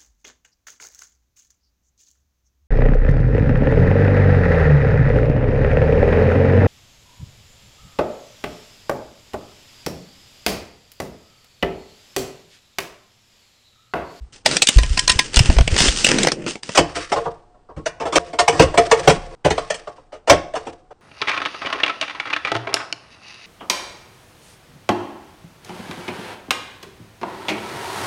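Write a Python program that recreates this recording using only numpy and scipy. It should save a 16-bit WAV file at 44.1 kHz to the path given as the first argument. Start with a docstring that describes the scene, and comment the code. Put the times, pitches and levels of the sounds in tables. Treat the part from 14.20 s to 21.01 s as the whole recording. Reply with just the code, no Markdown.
"""Unwrapping and loading drink cans

Close to the microphone, a knife slits the shrink wrap on a pack of cans, tapping their lids, and the
film crinkles and snaps as it is torn back. Full cans are then set one by one into the sheet-metal tray
of a vending machine. Impact and friction excite the modes of cans, tray and wire spiral as they knock,
rock and slide. Soft bumps thud on the microphone, and the loudest blows overload it."""
import sys
import numpy as np
from scipy import signal
from scipy.fft import rfft, irfft, next_fast_len
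from scipy.io import wavfile
from scipy.ndimage import uniform_filter1d

SR = 44100
rng = np.random.default_rng(int(sys.argv[2]) if len(sys.argv) > 2 else 0)


def digitize_waveform(pressure):
    """Quantize a signal to 16-bit integers and store it at the path in sys.argv[1].

    Rows of a 2-D input are taken as channels; values are limited to [-1, 1].
    """
    field = np.atleast_2d(pressure).T
    bounded = np.clip(field, -1, 1)
    quanta = np.round(bounded * 32767).astype(np.int16)
    wavfile.write(sys.argv[1], SR, quanta)


N = 300321
RING_SIZE, LEAD_SIZE = 22000, 400   # samples: one response, and the lead-in to a contact
TIME = np.arange(N) / SR
AGE = TIME[:RING_SIZE]


def from_db(db):
    """Amplitude ratio: 20 dB is a factor of ten."""
    return 10 ** (np.asarray(db) / 20)


def rms_one(x):
    """Normalisation to unit mean power."""
    return x / np.sqrt(np.mean(x ** 2) + 1e-20)


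def dying(t60):
    """Exponential damping: 60 dB in t60 seconds."""
    return np.exp(-np.log(1000) * AGE / max(t60, 1e-3))


# moments at which ringing stops short: time_s
STOPS_S = [3.984, 5.15, 6.73]

def add(out, start_s, sound):
    """Superposition: mix in a sound, cut off at the next stop."""
    start = max(int(start_s * SR), 0)
    stop = min([start + len(sound), N] + [int(s * SR) for s in STOPS_S if s > start_s])
    out[start:stop] += sound[:stop - start]


def colour(x, spectrum):
    """Minimum-phase filtering: folding the cepstrum makes the given spectrum causal."""
    size = 2 * next_fast_len(len(x) // 2 + RING_SIZE)
    hz, db = np.transpose(spectrum)
    bins = np.maximum(np.arange(size // 2 + 1) * SR / size, 1)
    gain = from_db(np.interp(np.log(bins), np.log(hz), db))
    cepstrum = irfft(np.log(gain))
    cepstrum[1:size // 2] *= 2
    cepstrum[size // 2 + 1:] = 0
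    return irfft(rfft(x, size) * np.exp(rfft(cepstrum)))[:len(x)]


def grains(per_s, spread_db, size=N):
    """Shot noise: tiny random contacts, most weak, a few strong."""
    strength = from_db(spread_db * np.minimum(rng.exponential(1, size), 4))
    return (rng.random(size) < per_s / SR) * strength * rng.choice([-1, 1], size)


def flicker(per_s, depth_db):
    """Random amplitude modulation: a wandering gain."""
    knots = rng.standard_normal(2048)
    return from_db(depth_db * np.interp(TIME * per_s, np.arange(len(knots)), knots))


def effort(moves, attack_s, t60):
    """Power summation of moves (start_s, length_s, level_db) that each rise, hold and decay."""
    power, age = np.zeros(N), TIME[:SR]
    attack = np.minimum(age / attack_s, 1)
    for start_s, length_s, db in moves:
        release_db = -60 * np.maximum(age - length_s, 0) / t60
        add(power, start_s, (attack * from_db(db + release_db)) ** 2)
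    return np.sqrt(power)


def ringing(modes, detune):
    """Modal decay: where a body is hit and how it is held vary each mode's strength and pitch."""
    strengths = rng.choice([-1, 1], len(modes)) * from_db(2 * rng.standard_normal(len(modes)))
    shifts = 1 + detune * rng.standard_normal(len(modes))
    return sum(strength * from_db(db) * np.sin(2 * np.pi * hz * shift * AGE) * dying(t60)
               for strength, shift, (hz, db, t60) in zip(strengths, shifts, modes))


def cloud(dense_t60, room_db, room_t60, dull_hz):
    """Modal overlap: dense modes merge into decaying noise, with a duller room tail behind."""
    near, far = rng.standard_normal((2, RING_SIZE))
    far = signal.sosfilt(signal.butter(1, dull_hz, fs=SR, output="sos"), far)
    return near * dying(dense_t60) + from_db(room_db) * far * dying(room_t60)


def strike(blows, edges_hz, registers, body, note_db, note_q, chatter_db, rise_s, window_size):
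    """Impact as convolution: a force that builds, hits and chatters drives a body's impulse response."""
    out = np.zeros(N)
    bands = [signal.butter(3, pair, "band", fs=SR, output="sos") for pair in zip(edges_hz, edges_hz[1:])]
    since = AGE - AGE[LEAD_SIZE]
    for start_s, length_s, level_db, pitch_hz, *character in blows:
        build_up = np.minimum(since, 0) / rise_s
        fall = (np.maximum(since, 0) / max(length_s, 1e-3)) ** 2
        chatter = grains(per_s=6000, spread_db=2.2, size=RING_SIZE) * np.exp(build_up - fall)
        force = from_db(chatter_db) * rms_one(chatter) / np.sqrt(RING_SIZE)
        force[LEAD_SIZE] += 1   # the main contact
        sound = signal.fftconvolve(force, body())[:RING_SIZE]
        sound += from_db(note_db) * signal.lfilter(*signal.iirpeak(pitch_hz, note_q, fs=SR), sound)
        band_levels_db = level_db + np.dot(registers, [1, *character])
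        for band, db in zip(bands, band_levels_db):
            part = signal.sosfilt(band, sound)
            peak_rms = np.sqrt(uniform_filter1d(part ** 2, window_size).max())
            add(out, start_s + since[0] + rise_s, from_db(db) * part / peak_rms)
    return out


# spectrum of the quiet room: frequency_hz, gain_db
ROOM_SPECTRUM = [(25, 5), (100, -17), (230, -5), (450, -2.5), (600, -10.5), (780, -2), (1000, -9.5),
                 (1350, -15), (2000, -29), (8000, -35.5)]

def room_tone():
    """Stationary noise: a faint, low background."""
    return from_db(-59) * rms_one(colour(rng.standard_normal(N), ROOM_SPECTRUM))


# spectrum of the microphone's rumble: frequency_hz, gain_db
RUMBLE_SPECTRUM = [(15, -8.5), (30, 1), (60, -13), (120, -6.5), (200, -19.5), (400, -38)]
# soft bumps on the microphone: start_s, peak_db, pitch_hz, swell_s
BUMPS = [(0.005, -29.5, 58.5, .02), (0.56, 1, 47.35, 0.014), (0.606, -11, 52, .012),
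         (0.701, -11.5, 56, 0.013), (0.897, -22, 60, 0.01), (0.956, -15.5, 65, 0.0052),
         (1.167, -5, 50, 0.0093), (1.203, -2, 110, 0.0054), (1.29, 1, 55, 0.0057), (1.363, -5.5, 50, 0.016),
         (1.404, -0.5, 46, 0.0061), (1.521, -9, 72, 0.0082), (1.611, -11, 87.7, 0.003),
         (1.674, -12.5, 49.8, 0.014)]

def handling():
    """Handling noise: bumps swing the air briefly; they and heavy knocks swell a faint, steady rumble."""
    jolts = [(s, swell_s, db - 23) for s, db, _, swell_s in BUMPS]
    jolts += [(s, length_s, db + weight_db - 39.5) for s, length_s, db, _, weight_db, _ in KNOCKS]
    rumble_gain = from_db(-63) + effort(jolts, attack_s=0.015, t60=0.9)
    out = rumble_gain * rms_one(colour(rng.standard_normal(N), RUMBLE_SPECTRUM))
    for start_s, db, hz, swell_s in BUMPS:
        age = AGE / swell_s
        swell = from_db(db) * age ** 2 * np.exp(2 - 2 * age)
        add(out, start_s, swell * np.sin(2 * np.pi * (hz * AGE + rng.random())))
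    return out


# modes of the stretched film: frequency_hz, level_db, t60_s
FILM_MODES = [(353, -16, 0.06), (1096, -18, 0.05), (2250, -16, 0.048), (3590, -6, .03)]

def film_response():
    """Heavy damping: taut film gives a crack and hardly rings."""
    crack = cloud(dense_t60=0.0097, room_db=-17.5, room_t60=0.098, dull_hz=9050)
    return crack + from_db(-30.5) * ringing(FILM_MODES, detune=0.057)


# spectra of film crinkling, rubbing and flapping: frequency_hz, gain_db
CRINKLE_SPECTRUM = [(1800, -26), (2800, -1), (4000, -0.5), (5300, 4.5), (6600, 3), (8200, -0.5),
                    (9500, 0.5), (11000, -20)]
RUB_SPECTRUM = [(450, -32.5), (800, 7.5), (1100, 3.5), (1400, 4), (1900, 5.5), (2800, 5), (4000, -28)]
FLAP_SPECTRUM = [(80, -15.5), (180, -1), (330, -1.5), (480, -2.5), (700, -13.5), (1500, -42)]
# pulls on the film: start_s, length_s, level_db, slackness_db
PULLS = [(0.12, 0.045, -45, -10), (0.247, 0.12, -26, -2), (0.47, 0.11, -28.5, -15),
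         (0.61, 0.46, -35.5, -9.5), (0.91, 0.079, -36, -1.5), (1.024, 0.11, -41, -2.5),
         (1.13, 0.21, -30, -1.5), (1.496, 0.069, -27.5, -0.5), (1.572, 0.1, -13.5, -11.5),
         (1.691, 0.18, -22.5, -15), (1.874, 0.18, -24.5, 3.5), (2.115, 0.17, -52.5, 20.5),
         (2.266, 0.04, -27.5, -7.5), (2.424, .115, -38, -9)]

def film_pulls():
    """Buckling: creases flip as the film is pulled; taut film crinkles, slack film also rubs and flaps."""
    def pull(slack_share):
        moves = [(s, length_s, db + slack_share * slack_db) for s, length_s, db, slack_db in PULLS]
        return effort(moves, attack_s=0.016, t60=0.18)

    fine = rms_one(grains(per_s=4200, spread_db=3.9) * flicker(per_s=110, depth_db=1.6))
    hiss = 1.1 * rng.standard_normal(N)   # crinkle smeared by the room
    folds = rms_one(signal.fftconvolve(grains(per_s=130, spread_db=2.8), film_response())[:N])
    creases = (fine + hiss + from_db(1) * folds) * flicker(per_s=45, depth_db=1.5)
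    flutter = grains(per_s=1500, spread_db=2.7)
    crinkle = from_db(-0.5) * pull(slack_share=0) * rms_one(colour(creases, CRINKLE_SPECTRUM))
    rub = from_db(-4) * pull(slack_share=0.4) * rms_one(colour(creases, RUB_SPECTRUM))
    flap = from_db(1) * pull(slack_share=1) * rms_one(colour(flutter, FLAP_SPECTRUM))
    return crinkle + rub + flap


# limits of the film's bands (body, middle, crack, fizz): edge_hz
FILM_EDGES_HZ = [120, 800, 2500, 6000, 11000]
# the same bands, where brightness trades body for fizz: offset_db, brightness_share
FILM_REGISTERS = [(-2.5, -1.1), (-3.5, -0.43), (0.5, .4), (-1.5, 0.72)]
# film splitting and snapping: start_s, length_s, level_db, pitch_hz, brightness_db
SNAPS = [(0.259, 0.0076, -8.5, 680, -1), (0.311, 0.044, -21.5, 600, 1.5), (0.366, .003, -14.5, 5750, 4.5),
         (0.419, 0.012, -11, 7600, 7), (0.4695, 0.0039, -17, 3700, 12), (0.486, 0.0062, -9.5, 3500, 7),
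         (1.142, 0.0022, -23.5, 2900, 5.5), (1.159, 0.0021, -21.5, 2900, 15.5),
         (1.167, 0.008, -13, 2850, 2.5), (1.19, 0.0067, -11.5, 3000, 4), (1.256, .002, -24.5, 3020, 0),
         (1.298, 0.004, -22.5, 600, -11), (1.365, 0.0015, -28, 3000, -6.5), (1.384, .006, -17.5, 930, -7),
         (1.408, 0.0023, -22.5, 3000, -4.5), (1.4755, 0.0031, -18, 2400, -2),
         (1.563, 0.0027, -18, 1800, -2), (1.603, .003, -13, 4850, 1), (1.684, 0.0071, -16.5, 3750, 2.5),
         (1.844, 0.0061, -11, 2750, 4), (1.865, 0.0013, -13.5, 2750, 1), (1.887, 0.0024, -19, 2250, 4.5),
         (1.914, 0.0013, -13.5, 8300, -3), (1.984, 0.0039, -17, 600, 0.5), (2.031, 0.0028, -22, 7800, 17),
         (2.047, 0.0039, -22.5, 330, -9), (2.07, .002, -12.5, 2160, -5.5), (2.083, 0.0032, -19, 313, -4),
         (2.117, 0.0045, -17.5, 5700, 1), (2.262, 0.02, -27.5, 350, -7.5), (2.354, 0.0009, -34, 2050, -7.5),
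         (2.431, 0.001, -31.5, 1800, 3.5), (2.49, 0.0044, -28, 1000, -7)]

def film_snaps():
    """Sudden release of tension: each split sends an impulse through the film."""
    return from_db(1) * strike(SNAPS, FILM_EDGES_HZ, FILM_REGISTERS, film_response,
                               note_db=2.1, note_q=7, chatter_db=1, rise_s=0.0016, window_size=220)


# modes of a can lid: frequency_hz, level_db, t60_s
LID_MODES = [(1017, -1, 0.1), (1650, -10, 0.17), (1852, -7, 0.091), (1879, -4, .07), (2420, -12, .12),
             (2654, -20.5, .13), (2920, -16, 0.057)]
# the blade tapping lids through the film: start_s, length_s, level_db, pitch_hz, brightness_db
KNIFE_TAPS = [(0.585, .0024, -17.5, 3900, 1), (0.632, 0.0022, -23.5, 2600, 3),
              (0.773, 0.0061, -17, 1060, 3), (0.791, 0.0043, -17.5, 5000, 13.5),
              (0.878, 0.00094, -13.5, 4080, 9.5), (0.894, .008, -11, 1890, 8.5),
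              (0.916, .006, -24.5, 5600, 14.5), (0.99, .006, -10, 1960, 4.5)]

def knife():
    """Impulse excitation: each tap of the blade cracks the film and leaves a lid ringing."""
    out = strike(KNIFE_TAPS, FILM_EDGES_HZ, FILM_REGISTERS, film_response,
                 note_db=2.1, note_q=7, chatter_db=15, rise_s=0.0012, window_size=220)
    for start_s, _, db, *_ in KNIFE_TAPS:
        add(out, start_s, from_db(db - 2.5) * ringing(LID_MODES, detune=0.0024))
    return out


# modes of the wire spiral: frequency_hz, level_db, t60_s
SPIRAL_MODES = [(727, -4, 2.6), (833, 1.5, 0.8), (1385, -10.5, 0.57)]

def spiral():
    """Light damping: the wire spiral sings on faintly after every knock."""
    out = np.zeros(N)
    for start_s, _, db, *_ in KNOCKS:
        add(out, start_s, from_db(db - 33.5) * ringing(SPIRAL_MODES, detune=0.012))
    return out


# modes of the loaded tray: frequency_hz, level_db, t60_s
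TRAY_MODES = [(78.2, -7, 0.29), (109, -17.5, 0.28), (148.8, -7, 0.21), (169.2, -4.5, 0.26),
              (310, -18.5, 0.084), (358.3, -3.5, 0.1), (443.2, 4, 0.18), (462, 2.5, 0.19),
              (519.7, 5.5, 0.067), (602.7, -3.5, 0.12), (676.7, 2, 0.069), (702.4, -0.5, 0.22),
              (756, -18.5, 0.11), (760, -20, 0.035), (962, -3, 0.15), (1092, -9, 0.27), (1093, -15.5, 0.39),
              (1452, -18.5, 0.36), (1830, 0.5, 0.17), (1944, -8.5, 0.18)]
# spectral envelope of the tray's response: frequency_hz, gain_db
TRAY_SPECTRUM = [(160, 2), (225, -6), (300, 5), (700, -3), (800, -1.5), (1050, -3), (1450, 0), (3300, -1.5),
                 (3850, -6), (4600, -1.5), (6200, 3), (6650, -1), (9000, -3)]

def tray_response():
    """Impulse response: full cans and the steel tray ring together inside the cabinet."""
    dense = cloud(dense_t60=0.096, room_db=-17.5, room_t60=0.41, dull_hz=3000)
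    return colour(dense + from_db(-23.5) * ringing(TRAY_MODES, detune=0.0091), TRAY_SPECTRUM)


# spectra of the tray's drone and the cans' scratch: frequency_hz, gain_db
DRONE_SPECTRUM = [(130, -10.5), (345, -1.5), (470, -9.5), (720, -0.5), (1000, -8.5), (1600, -21.5),
                  (3000, -61)]
SCRATCH_SPECTRUM = [(700, -22), (1200, 5.5), (2000, 3), (3200, 1.5), (4200, -1.5), (5600, 1), (7000, -2),
                    (8500, -3.5), (11000, 2)]
# cans dragged along the tray: start_s, length_s, level_db, scratchiness_db
DRAGS = [(2.61, 0.13, -34.5, -1.5), (2.744, 0.088, -41.5, 14.5), (2.9, 0.16, -35.5, -7),
         (3.826, 0.2, -31, -8.5), (3.984, 0.047, -27, -9), (4.288, 0.13, -24, -11), (4.6, 0.34, -27, -2.5),
         (5.003, 0.24, -35.5, -10.5), (5.337, 0.13, -46.5, 8.5), (5.56, 0.18, -49.5, 1.5),
         (6.389, 0.1, -37.5, -7.5)]

def can_slides():
    """Friction excitation: cans scratch and keep the tray droning as they slide or shiver after a knock."""
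    attack_s = 0.013
    drag = effort([(s, length, db) for s, length, db, _ in DRAGS], attack_s, t60=0.38)
    scrape = effort([(s, length, db + rough) for s, length, db, rough in DRAGS], attack_s, t60=0.38)
    shiver = effort([(s, length, db) for s, length, db, *_ in KNOCKS], attack_s, t60=1)
    jingle = effort([(s, length, db + hard) for s, length, db, *_, hard in KNOCKS], attack_s, t60=0.25)
    drone_gain = from_db(-2.5) * np.hypot(drag, from_db(-29.5) * shiver)
    scratch_gain = from_db(-1) * np.hypot(scrape, from_db(-32.5) * jingle)

    roughness = grains(per_s=3500, spread_db=1.1) * flicker(per_s=60, depth_db=6.7)
    catches = grains(per_s=68, spread_db=0.59)   # rims catch on the wire spiral
    clink = cloud(dense_t60=0.094, room_db=-16.5, room_t60=0.2, dull_hz=3000)
    rattle = signal.fftconvolve(catches, clink)[:N]
    friction = rms_one(roughness) + from_db(-4) * rms_one(rattle)
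    cabinet = from_db(11) * cloud(dense_t60=0.043, room_db=-21.5, room_t60=0.3, dull_hz=2970)
    humming = signal.fftconvolve(friction, cabinet + ringing(TRAY_MODES, detune=0.0019))[:N]
    drone = drone_gain * rms_one(colour(humming, DRONE_SPECTRUM))
    return drone + scratch_gain * rms_one(colour(friction, SCRATCH_SPECTRUM))


# limits of a knock's bands (thud, tray, can, clank, tick): edge_hz
KNOCK_EDGES_HZ = [50, 250, 560, 1100, 3500, 11000]
# balance of the same bands: offset_db, weight_share, hardness_share
KNOCK_REGISTERS = [(-18, 1.0, 0.046), (-3.5, 0.44, 0.064), (0.5, 0.084, 0.13), (-11.5, 0.065, 0.69),
                   (-13.5, 0.0079, 0.96)]
# cans striking spots on the tray: start_s, chatter_s, level_db, pitch_hz, weight_db, hardness_db
KNOCKS = [(2.548, 0.013, -22.5, 990, -10.5, 16.5), (2.573, .004, -10, 455, -3, 12),
          (2.581, 0.0049, -8, 333, 4.5, -1.5), (2.754, 0.036, -26.5, 334, 5.5, 9),
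          (2.917, 0.012, -10.5, 740, -12, -2), (2.958, 0.021, -15.5, 445, -3, -9.5),
          (3.05, .02, -17.5, 715, 2, -20.5), (3.342, 0.0076, -48.5, 700, -17, -20),
          (3.487, 0.026, -37, 602, 4, -22.5), (3.563, 0.026, -38.5, 307, 27, -4),
          (3.658, 0.0071, -15.5, 645, -13, 3.5), (3.799, 0.031, -20, 507, -4, -6),
          (3.853, 0.021, -17, 690, -5, -8), (3.923, 0.024, -22.5, 1210, 0, 7.5),
          (3.954, 0.0075, -12.5, 508, 6.5, 12), (3.977, 0.016, -5, 506, 0, -23),
          (4.13, 0.0089, -22.5, 650, -7.5, -6.5), (4.187, 0.011, -8.5, 690, -22, 6.5),
          (4.209, 0.003, -22.5, 700, 5, -15), (4.278, 0.0033, -7, 468, -7.5, 5),
          (4.325, 0.13, -29, 690, 15, 8.5), (4.394, 0.0068, -4.5, 330, 13, 2),
          (4.416, 0.013, -18.5, 530, 18, 11.5), (4.54, 0.0046, -17.5, 580, -10.5, -6.5),
          (4.574, 0.0051, -5, 726, -3, 1.5), (4.712, 0.0057, -5.5, 456, -1.5, 4),
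          (4.782, 0.0084, -29.5, 700, -13.5, -3), (4.874, .006, -3, 557, 9.5, 2.5),
          (4.895, .009, -11.5, 480, 4, 6), (5.246, 0.02, -9, 760, 8, -4), (5.303, .006, -17, 466, 8.5, 7),
          (5.377, 0.0045, -13, 640, -15, -5.5), (5.501, 0.0047, -16.5, 630, -8, 6),
          (5.541, 0.0035, -38.5, 604, 6, 22), (5.671, 0.0092, -24.5, 597, -10.5, -11.5),
          (5.775, 0.0081, -38.5, 600, -8, -17), (5.92, 0.038, -30, 574, -9.5, -8),
          (6.073, 0.052, -10.5, 642, -17, -6.5), (6.096, 0.0045, -3, 589, -3, 7),
          (6.114, .018, -12.5, 600, 5, 1.5), (6.336, 0.0045, -14, 616, -30, -18),
          (6.352, 0.015, -20, 447, -10, -0.5), (6.466, 0.0088, -25.5, 687, 0, -5),
          (6.706, 0.0078, -34, 694, -9, -15)]

def can_knocks():
    """Impact: a square landing (weight) feeds the lows, bare metal contact (hardness) the highs."""
    return from_db(0.54) * strike(KNOCKS, KNOCK_EDGES_HZ, KNOCK_REGISTERS, tray_response,
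                                  note_db=5.6, note_q=7.5, chatter_db=9, rise_s=0.0014, window_size=530)


def scene():
    """Superposition in mono: unwrapping, then loading, in a quiet room."""
    room = room_tone()
    unwrapping = film_pulls() + knife() + film_snaps()
    loading = can_slides() + spiral() + can_knocks()
    return (room + handling() + unwrapping + loading)[None]


# frequency response of the microphone: frequency_hz, gain_db
MICROPHONE = [(20, 5), (900, -3), (1350, 1), (1900, 2.5), (3200, 1), (5200, 0.5), (6700, -4), (8200, -1.5),
              (9200, -6), (10000, -18)]

def record(dry):
    """Overload: the microphone clips, its band ends steeply, and the filter's overshoots clip again."""
    band_hz, cutoff_hz = 10072, 16000
    overloaded = np.clip(colour(dry[0], MICROPHONE), -1.05, 1.05)
    narrow = signal.sosfilt(signal.ellip(10, 0.1, 80, band_hz, fs=SR, output="sos"), overloaded)
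    clipped = np.clip(narrow, -1, 1)
    return signal.sosfilt(signal.ellip(10, 0.1, 70, cutoff_hz, fs=SR, output="sos"), clipped)[None]


dry = scene()
out = record(dry)
digitize_waveform(out)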